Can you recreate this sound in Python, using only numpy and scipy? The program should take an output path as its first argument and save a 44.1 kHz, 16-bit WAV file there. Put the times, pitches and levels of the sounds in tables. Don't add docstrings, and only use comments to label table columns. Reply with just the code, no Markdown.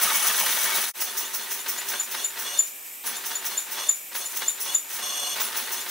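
import sys
import numpy as np
from scipy import signal
from scipy.fft import rfft, irfft, next_fast_len
from scipy.io import wavfile
from scipy.ndimage import map_coordinates

SR = 44100
rng = np.random.default_rng(int(sys.argv[2]) if len(sys.argv) > 2 else 0)


def inscribe(sig):
    pcm = np.round(np.clip(np.atleast_2d(sig).T, -1, 1) * 32767)
    wavfile.write(sys.argv[1], SR, pcm.astype(np.int16))


N = 260180
T = np.arange(N) / SR

# valve opens in seconds, stroke ends in seconds, then relative levels in dB
TURNS = [(1.016, 1.113, -26.5, -27.5, -37, -34, -42), (1.183, 1.261, -26.5, -34, -35.5, -34, -29),
         (1.349, 1.437, -28.5, -50, -35.5, -35, -40), (1.518, 1.604, -30, -32, -36, -38, -29),
         (1.694, 1.787, -29, -38, -34.5, -35, -22.5), (1.893, 2.001, -29.5, -32.5, -34.5, -33, -14.5),
         (2.122, 2.248, -34.5, -39, -36.5, -32.5, -14), (2.399, 2.594, -34, -42, -36.5, -30.5, -5.5),
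         (3.069, 3.17, -30.5, -30, -34, -36.5, -27.5), (3.267, 3.358, -31, -50, -36, -34.5, -17.5),
         (3.462, 3.58, -30, -47, -35.5, -34.5, -13.5), (3.724, 3.895, -34.5, -38, -37, -31, -5.5),
         (4.163, 4.261, -32, -28.5, -39.5, -33.5, -22), (4.371, 4.485, -30, -45, -37.5, -33.5, -10),
         (4.614, 4.752, -30, -28.5, -38, -31.5, -7.5), (4.943, 5.369, -34.5, -47, -38, -27.5, -39),
         (5.414, 5.485, -26.5, -27.5, -32.5, -33.5, -45), (5.573, 5.664, -29, -33, -34, -36, -42),
         (5.731, 5.813, -29.5, -46, -34.5, -32.5, -29), (5.897, 5.98, -34, -46, -36, -35, -45)]
OPENS, ENDS, PUFF_DB, WHISTLE_DB, RATTLE_DB, RASP_DB, SQUEAK_DB = np.transpose(TURNS)
# start in seconds, end in seconds.
STALLS = [(2.72, 3.038), (4.0, 4.112)]
HANG_S = .3

RACE_FIRST_S, RACE_TURN_S, RACE_END_S = 0.036, .1213, .93
RACE_OPENS = np.arange(RACE_FIRST_S, RACE_END_S, RACE_TURN_S)
RACE_THUMP_LAG_S = .022
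# time in seconds, then relative levels in dB of the sputter,
# the bracket's ring and the rushing air.
RACE = [(0.0, -31.5, -37, -28), (0.2, -32, -30, -28), (0.3, -32, -41, -28), (0.66, -33.5, -40, -29),
        (0.734, -31.5, -31, -30), (0.79, -34, -44, -29), (0.888, -42, -47, -32.5), (0.9, -50, -53, -32)]
RACE_PUFF_DB = np.array([-25.5, -28.0, -26.5, -27.0, -30, -27.5, -28.5, -40])
# time in seconds, relative level in dB.
RACE_WHISTLES = [(.065, -33), (.1, -33), (.18, -29), (.235, -20), (.372, -27), (.505, -34), (.61, -31),
                 (.655, -32), (.752, -34), (.882, -31)]

# time in seconds, relative level in dB.
KNOCKS = [(0.017, -15), (0.047, -17), (.102, -10.5), (0.228, -16), (.247, -19), (.262, -16), (.338, -17),
          (.404, -13.5), (0.462, -12.5), (.494, -17), (.624, -18.5), (0.653, -18), (.678, -16),
          (.711, -16.5), (.755, -22), (.84, -20), (1.019, -16), (1.939, -17), (2.147, -16.5), (3.317, -16),
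          (3.783, -15.5), (4.153, -17), (4.422, -13.5), (4.661, -19), (4.96, -23), (4.994, -18),
          (5.362, -16.5), (5.402, -11.5)]
# time in seconds, level in dB.
TICKS = [(.152, -30), (.462, -22), (.842, -22)]
# start in seconds, length in seconds, first pitch in Hz, last pitch in Hz,
# level in dB.
GURGLES = [(.015, .04, 1250, 1000, -35), (.05, .04, 1300, 1200, -31.5), (.098, 0.031, 1350, 900, -29),
           (0.22, .03, 1400, 1100, -30), (.243, .03, 950, 1550, -30), (0.281, .035, 1900, 1750, -32),
           (.398, 0.056, 1248, 540, -32), (0.644, 0.031, 1397, 2010, -31), (.672, 0.031, 1100, 880, -34.5),
           (1.928, 0.021, 1750, 1500, -31), (3.77, 0.025, 901, 1110, -35), (4.413, .022, 1899, 1600, -33),
           (5.394, .045, 1105, 1500, -35)]

# frequency in Hz, relative level in dB per Hz.
AIR_COLOUR = [(300, -35), (2000, 1.5), (4500, -1), (5600, 3), (6600, 4.5), (7800, 0.5), (8800, 6),
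              (11500, 2.5), (13500, 3), (16000, 7)]
PUFF_COLOUR = [(400, -40), (2000, -15), (4600, -13), (5800, 2.5), (7500, -7), (11000, -5), (14300, -6.5),
               (15100, 7.5), (15600, 9.5), (16000, -7)]
RATTLE_COLOUR = [(30, -48), (70, -42), (100, -23.5), (150, -21), (220, -14.5), (300, -13), (480, -6),
                 (620, -6), (900, -3), (1800, 2.5), (2500, -3.5), (3800, -2), (5000, -6), (16000, -25)]
TUBE_COLOUR = [(140, -24), (220, -5), (300, -7), (420, -2), (1200, -2.5), (2000, -3.5), (3400, -0.5),
               (3900, -8.5), (4900, -5), (6300, -2.5), (7700, -5), (9000, -3), (10500, -6), (12500, -7),
               (16000, -14)]
LEAK_COLOUR = [(30, -40), (120, -17), (250, -8), (900, -18), (1500, -9), (2600, 4.5), (4500, -3.5),
               (5600, 1.5), (6600, 0.5), (9000, 4.5), (11500, 4.5), (13300, 8), (16000, 3)]
ROOM_COLOUR = [(30, -25), (120, -18.5), (280, 1), (900, 2.5), (1500, -0.5), (2500, -18), (16000, -44)]

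# frequency in Hz, width in Hz, relative level in dB.
PORT_MODES = [(5940, 120, 5.6), (6040, 91, 11.3), (10080, 37, 14.2), (14800, 360, 3.8)]
BOARD_MODES = [(386, 77, 0), (484, 31, 0), (914, 62, 7), (1113, 33, 2), (1520, 53, 0), (2780, 38, 5),
               (3000, 59, -1.5), (3490, 100, 2.5)]
COLUMN_MODES = [(3320, 300, 6.4), (6100, 750, 5.4)]
TUBE_MODES = [(577, 25, 11), (735, 22, 11), (1097, 51, 14.3), (1620, 61, 7.5), (2300, 90, 3),
              (2870, 55, 16.5), (3400, 43, 13), (3548, 33, 16.3), (4227, 34, 23.8), (4440, 40, 16.5),
              (5360, 120, 10.3), (5880, 58, 16.5), (6370, 51, 14.8), (6540, 100, 9.5), (7180, 70, 13.4),
              (8223, 70, 13.5)]
LEAK_MODES = [(2290, 130, 9.5), (7100, 200, 8), (7800, 210, 8), (12400, 160, 6), (12900, 230, 4.4),
              (13500, 250, 3.6)]
# frequency in Hz, width in Hz, relative level in dB.
TUBE_HOLLOWS = [(3110, 190, -9), (3900, 320, -7), (6100, 130, -7), (6950, 200, -6), (7600, 350, -5)]
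# frequency in Hz, width in Hz, relative level in dB.
OVERTONES = [(8780, 450, -12), (9180, 350, -13), (12500, 380, -12), (13300, 500, -21)]
# frequency in Hz, width in Hz, relative level in dB.
SPUTTER_MODES = [(697, 300, -6), (1064, 300, -4), (1304, 300, 0.5), (1550, 350, -4.5), (1953, 400, -8),
                 (2776, 720, -3), (3387, 700, 3.5)]

# delay in seconds, level in dB.
SQUEAK_ECHOES = [(.011, -7), (0.025, -32), (.033, -16), (0.046, -21)]
# frequency in Hz, relative side level in dB.
STEREO_WIDTH = [(100, -4), (1500, 0), (2500, -1), (4000, 1), (6000, -1), (7800, -3.5), (9300, 0.5),
                (10100, 4), (12000, 3), (14000, 4.5), (15500, -3)]
# time in seconds, level in dB.
DIP = [(.895, -2.5), (.915, -12), (.923, -33), (.932, -43), (.94, -19), (.955, -3.5)]

WHISTLE_HZ, BRACKET_HZ, SQUEAK_HZ = 10053, 2228, 7086
RACE_PAN_DB, PAN_DB = 1.6, .4
ROOM_T60_S = 0.37
CUTOFF_HZ = 15780


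def exhaust(air):
    rush = air * colour(turbulence(side_db=-7.0, flutter_db=1.7), AIR_COLOUR, PORT_MODES)

    opening = swells(RACE_OPENS, RACE_PUFF_DB, rise_s=0.015, fall_s=0.015)
    opening = opening + swells(OPENS, PUFF_DB, rise_s=0.013, fall_s=0.03)
    puffs = from_db(6) * opening * colour(turbulence(side_db=-6.5, flutter_db=-0.5), PUFF_COLOUR)

    blowing = swells(*np.transpose(RACE_WHISTLES), rise_s=0.018, fall_s=0.018)
    blowing = blowing + swells(OPENS, WHISTLE_DB, rise_s=0.017, fall_s=0.056)
    whistle = spread(lambda: singing(WHISTLE_HZ, width_hz=70), side_db=-10)
    return rush + puffs + from_db(-2.8) * blowing * whistle


def airflow():
    flow_db, early_db, early_lead_s = -33.5, -36, 0.2
    late_db, late_db_per_s, late_lag_s = -37.0, 32, 0.43
    race_out_db, race_back_db = 0.5, -5

    strokes_on = [hold(start, end, attack_s=0.035, release_s=0.047) for start, end in zip(OPENS, ENDS)]
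    flow = from_db(flow_db) * np.max(strokes_on, axis=0)
    early_swells = swells(OPENS - early_lead_s, early_db, rise_s=0.017, fall_s=0.03)
    moving_s = np.where(ENDS - OPENS < HANG_S, ENDS - OPENS, HANG_S / 2)
    late_levels_db = late_db + late_db_per_s * moving_s
    late_swells = swells(ENDS + late_lag_s, late_levels_db, rise_s=0.024, fall_s=0.045)

    race = from_db(in_time(RACE)[2]) * (T < RACE_END_S)
    puff_change_db = RACE_PUFF_DB - np.median(RACE_PUFF_DB)
    out_beats = swells(RACE_OPENS, race_out_db + puff_change_db, rise_s=0.031, fall_s=0.021)
    back_beats = swells(RACE_OPENS + RACE_TURN_S / 2, race_back_db, rise_s=0.023, fall_s=0.028)
    racing_air = race * (1 + out_beats + back_beats)
    return np.sqrt(flow ** 2 + early_swells ** 2 + late_swells ** 2 + racing_air ** 2)


def piston(drag, climb):
    full_ring_db, judder_db, sweep_share, brighten_db_per_rise = -34.5, 0.77, 1.2, 30
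    ring_share, waver = .18, .002

    rasp = glide(colour(turbulence(side_db=-9.5, flutter_db=1.2), TUBE_COLOUR, COLUMN_MODES), climb)
    tube = colour(colour(rasp, modes=TUBE_MODES), modes=TUBE_HOLLOWS)
    ringing = glide(rms_one(tube), ring_share * climb + waver * drift(25))
    share = np.clip(drag / from_db(full_ring_db), 0, 1)
    blend = np.sqrt(share) * ringing + np.sqrt(1 - share) * rasp

    overtones = 0
    for hz, width_hz, db in OVERTONES:
        overtones = overtones + from_db(db) * spread(lambda: singing(hz, width_hz), side_db=-7)
    sweep = from_db(brighten_db_per_rise * climb) * glide(overtones, sweep_share * climb)
    judder = from_db(0.34 + judder_db * drift(130))
    return judder * drag * (blend + sweep)


def strokes():
    lag_s, lag_share, build_s, overrun_s, freed_early_s, fade_s = .015, .14, 0.046, .012, 0.019, .035
    rise, hang_rise = .14, .008
    drag, climb = np.zeros(N), np.zeros(N)
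    for opens, ends, db in zip(OPENS, ENDS, RASP_DB):
        length = ends - opens
        moves = length < HANG_S
        start = opens + lag_s + lag_share * length
        end = ends + (overrun_s if moves else -freed_early_s)
        near = (T > opens) & (T < end + fade_s / 2)
        t = T[near]
        flanks = np.minimum((t - start) / build_s, (end - t) / fade_s)
        drag[near] += from_db(db) * np.clip(flanks + .5, 0, 1)
        travel = np.clip((t - start) / (end - start), 0, 1) ** 3
        climb[near] = rise * travel if moves else hang_rise
    return drag, climb


def linkage(rattle_db):
    chatter = spread(lambda: contacts(per_s=7000, size_db=3.0), side_db=-10.5)
    chatter = chatter * (1 + 0.82 * clatter(per_s=75, ring_s=0.0054))
    rattle = from_db(rattle_db + 2.0) * colour(rms_one(chatter), RATTLE_COLOUR, BOARD_MODES)

    drone = singing(384, width_hz=60) + from_db(-12.5) * singing(235, width_hz=55)
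    base = from_db(np.minimum(rattle_db, -34) - 16.0) * drone

    knocking = swells(*np.transpose(KNOCKS), rise_s=0.00053, fall_s=0.0045)
    crack = knocking * turbulence(side_db=-27, flutter_db=-1.0)
    cracks = from_db(-14.5) * colour(crack, RATTLE_COLOUR, BOARD_MODES) + from_db(-44) * crack
    return rattle + base + thumps() + cracks


def shaking(race):
    lead_s, ease_db, ease_s, race_db, stir_db = 0.03, 5.0, 0.3, -33.0, -15.0
    power = 0
    for start, end, db in zip(OPENS - lead_s, ENDS, RATTLE_DB):
        eased = 1 - np.exp(-(np.maximum(T - start, 0) / ease_s) ** 2)
        level = from_db(db - ease_db * eased) * hold(start, end, attack_s=0.051, release_s=0.042)
        power = power + level ** 2
    labouring = power * turning() * (T > RACE_END_S)
    stirred = from_db(stir_db) * swells(*np.transpose(KNOCKS), rise_s=0.0069, fall_s=0.023)
    return 10 * np.log10(labouring + (from_db(race_db) * race) ** 2 + stirred ** 2 + 1e-9)


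def thumps():
    lag_s, race_db, turn_db, follows = 0.05, -45, -56.5, 1.5
    thump_hz, undertone_hz, undertone_db = 205, 150, -8
    fast_db = race_db + RACE_PUFF_DB - np.median(RACE_PUFF_DB)
    fast = swells(RACE_OPENS + RACE_THUMP_LAG_S, fast_db, rise_s=0.0089, fall_s=0.014)
    slow_db = turn_db + follows * (RATTLE_DB - RATTLE_DB.mean())
    slow = swells(OPENS + lag_s, slow_db, rise_s=0.014, fall_s=.03)

    undertone = from_db(undertone_db) * np.sin(2 * np.pi * undertone_hz * T)
    knock = np.sin(2 * np.pi * thump_hz * T) + undertone
    table = (from_db(-17) * fast + from_db(-22) * slow) * singing(100, width_hz=55)
    return fast * knock + slow * singing(235, width_hz=70) + table


def squeaks():
    tone, waver = np.zeros(N), np.cumsum(drift(300)) / SR
    for s, db in zip(ENDS, SQUEAK_DB):
        grip = swell(s, rise_s=0.00444, fall_s=0.0084)
        on = grip > 0
        sag = np.cumsum(1 - swell(s, rise_s=0.0083, fall_s=0.0089)[on]) / SR
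        cycles = SQUEAK_HZ * T[on] - 140 * sag + 75 * waver[on]
        tone[on] += from_db(db + 0.46) * grip[on] * np.sin(2 * np.pi * cycles)
    echoes = sum(from_db(db) * np.roll(tone, int(delay_s * SR)) for delay_s, db in SQUEAK_ECHOES)

    scrape = swells(ENDS, 0.4 * SQUEAK_DB, rise_s=0.0071, fall_s=0.033)
    partials = from_db(2.7 * drift(250) - 1) * singing(10860, width_hz=520)
    for hz, width_hz, db in [(14200, 600, -5.0), (7600, 290, -6.5), (3620, 200, -8.0)]:
        partials = partials + from_db(db) * singing(hz, width_hz)
    left_right = from_db(np.array([[1], [-1]]) * 1.7)
    return (tone + echoes + from_db(-27.0) * scrape * partials) * left_right


def sputter():
    slide = .09
    sputter_db, bracket_db, _ = in_time(RACE)
    bursts = sum(from_db(db + 3.1 * drift(130)) * singing(hz, width_hz) for hz, width_hz, db in SPUTTER_MODES)
    gurgle = from_db(sputter_db - 0.4) * rms_one(glide([bursts], slide * drift(35)))
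    bracket = from_db(bracket_db - 2.5 + 1.3 * drift(110)) * singing(BRACKET_HZ, width_hz=40)
    return (T < RACE_END_S) * (gurgle + bracket)


def racing():
    follows, lumps_db = .65, 1.2
    sputter_db, on = in_time(RACE)[0], T < RACE_END_S
    return on * from_db(follows * (sputter_db - sputter_db[on].mean()) + lumps_db * drift(59.8))


def gurgles():
    out = 0
    for start, length, from_hz, to_hz, db in GURGLES:
        along = np.clip((T - start) / length, 0, 1)
        resonance = singing(from_hz + (to_hz - from_hz) * along, width_hz=330)
        out = out + from_db(db) * np.sin(np.pi * along) * resonance
    return out


def ticks():
    tick_noise = colour(turbulence(side_db=-9, flutter_db=-0.5), AIR_COLOUR)
    return swells(*np.transpose(TICKS), rise_s=.001, fall_s=.006) * tick_noise


def turning():
    stalled = sum(hold(start, end, attack_s=0.025, release_s=.011) for start, end in STALLS)
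    return np.clip(1 - stalled, 0, 1)


def leak():
    wander, rise, stalled_share, flicker_db = .011, .17, .5, .7
    leak_db, hollow_hz, hollow_db, creep = -36.5, 1680, -56.5, .21
    hiss = colour(turbulence(side_db=-8.0, flutter_db=0.0), LEAK_COLOUR, LEAK_MODES)
    nearing = sum(hold(s, s, attack_s=.055, release_s=.01) for s in OPENS)
    freedom = stalled_share + (1 - stalled_share) * turning()
    hiss = glide(hiss, wander * drift(14) + rise * nearing * freedom)

    waited = sum(np.interp(T, stall, [0, 1], right=0) for stall in STALLS)
    hollow = (1 - turning()) * glide([singing(hollow_hz, width_hz=320)], creep * waited)
    return from_db(flicker_db * drift(30)) * (from_db(leak_db) * hiss + from_db(hollow_db) * hollow)


def room_tone():
    return from_db(-49.0) * colour(turbulence(side_db=3.0, flutter_db=.5), ROOM_COLOUR)


def workshop(x, early_db, tail_db):
    t = T[:SR // 2]
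    out = x
    early, tail = (early_db, .08, .002, -7, 800), (tail_db, ROOM_T60_S, .015, -1, 80)
    for level_db, t60_s, delay_s, side_db, lowest_hz in [early, tail]:
        echo = spread(lambda: rng.standard_normal(len(t)), side_db)
        echo = echo * from_db(-60 * t / t60_s) * (t > delay_s)
        echo = signal.sosfilt(signal.butter(2, lowest_hz, "high", fs=SR, output="sos"), echo)
        echo /= np.sqrt(np.sum(echo ** 2, axis=1, keepdims=True))
        out = out + from_db(level_db) * signal.fftconvolve(x, echo, axes=1)[:, :N]
    return out


def stereo_image(x):
    mid, side = (x[0] + x[1]) / 2, (x[0] - x[1]) / 2
    return mid + from_db(-0.6) * colour(side, STEREO_WIDTH) * np.array([[1], [-1]])


def from_db(db):
    return 10 ** (np.asarray(db) / 20)


def rms_one(x):
    return x / np.sqrt(np.mean(x ** 2) + 1e-20)


def in_time(rows):
    s, *columns = np.transpose(rows)
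    return [np.interp(T, s, c) for c in columns]


def colour(x, spectrum=((20, 0), (20000, 0)), modes=()):
    size = next_fast_len(N + 4096)
    f = np.fft.rfftfreq(size, 1 / SR) + 1e-3
    hz, db = np.transpose(spectrum)
    lift = 1
    for centre, width, peak_db in modes:
        lift = lift + (from_db(peak_db) ** 2 - 1) / (1 + (2 * (f - centre) / width) ** 2)
    gain = from_db(np.interp(np.log(f), np.log(hz), db)) * np.sqrt(np.abs(lift))
    gain = gain * (f < CUTOFF_HZ + 500)
    return irfft(rfft(x, size) * rms_one(gain), size)[..., :N]


def drift(rate):
    knots = rng.standard_normal(int(T[-1] * rate) + 2)
    return rms_one(np.interp(T * rate, np.arange(len(knots)), knots))


def spread(draw, side_db):
    return rms_one(draw() + from_db(side_db) * draw() * np.array([[1], [-1]]))


def turbulence(side_db, flutter_db):
    return rms_one(spread(lambda: rng.standard_normal(N), side_db) * from_db(flutter_db * drift(400)))


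def singing(hz, width_hz):
    phase = 2 * np.pi * np.cumsum(hz + np.zeros(N)) / SR
    return rms_one(drift(width_hz) * np.cos(phase) + drift(width_hz) * np.sin(phase))


def glide(x, rise):
    reading = np.cumsum(1 + rise) % (N - 1)
    return np.array([map_coordinates(side, [reading], order=5) for side in x])


def contacts(per_s, size_db):
    sizes = from_db(size_db * np.minimum(rng.exponential(1, N), 4)) * rng.choice([-1, 1], N)
    return sizes * (rng.random(N) < per_s / SR)


def clatter(per_s, ring_s):
    fade = np.exp(-1 / (ring_s * SR))
    return signal.lfilter([1], [1, -fade], np.abs(contacts(per_s, size_db=0.5)) + 1e-18)


def swell(at, rise_s, fall_s):
    out, near = np.zeros(N), slice(*np.searchsorted(T, [at - 10 * rise_s, at + 10 * fall_s]))
    age = T[near] - at
    out[near] = np.exp(np.where(age < 0, -(age / rise_s) ** 2, -age / fall_s))
    return out


def swells(times, levels_db, rise_s, fall_s):
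    return sum(gain * swell(s, rise_s, fall_s) for s, gain in np.broadcast(times, from_db(levels_db)))


def hold(start, end, attack_s, release_s):
    out = np.zeros(N)
    near = slice(*np.searchsorted(T, [start - 10 * attack_s, end + 10 * release_s]))
    before, after = np.minimum(T[near] - start, 0), np.maximum(T[near] - end, 0)
    out[near] = np.exp(before / attack_s - after / release_s)
    return out


def scene():
    full_drag_db, rattle_choke_db, air_choke_db, leak_choke_db = -32.5, 2, 6, 3.5
    drag, climb = strokes()
    choke, race = drag / from_db(full_drag_db), racing()
    air = airflow() * from_db(-air_choke_db * choke)

    engine = turning() * exhaust(air) + piston(drag, climb)
    engine = engine + linkage(shaking(race) - rattle_choke_db * choke)
    engine = engine + sputter() + gurgles() + ticks()
    pan_db = np.where(T < RACE_END_S, RACE_PAN_DB, PAN_DB)
    placed = engine * from_db(pan_db * np.array([[.5], [-.5]]))

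    leaking = from_db(-leak_choke_db * choke) * leak()
    heard = stereo_image(workshop(placed, early_db=-7, tail_db=-12) + leaking)
    return heard + workshop(squeaks(), early_db=-29, tail_db=-13.0) + room_tone()


def record(dry):
    dipped = dry * from_db(in_time(DIP)[0])
    return signal.sosfilt(signal.ellip(10, .2, 80, CUTOFF_HZ - 100, fs=SR, output="sos"), dipped)


dry = scene()
out = record(dry)
inscribe(out)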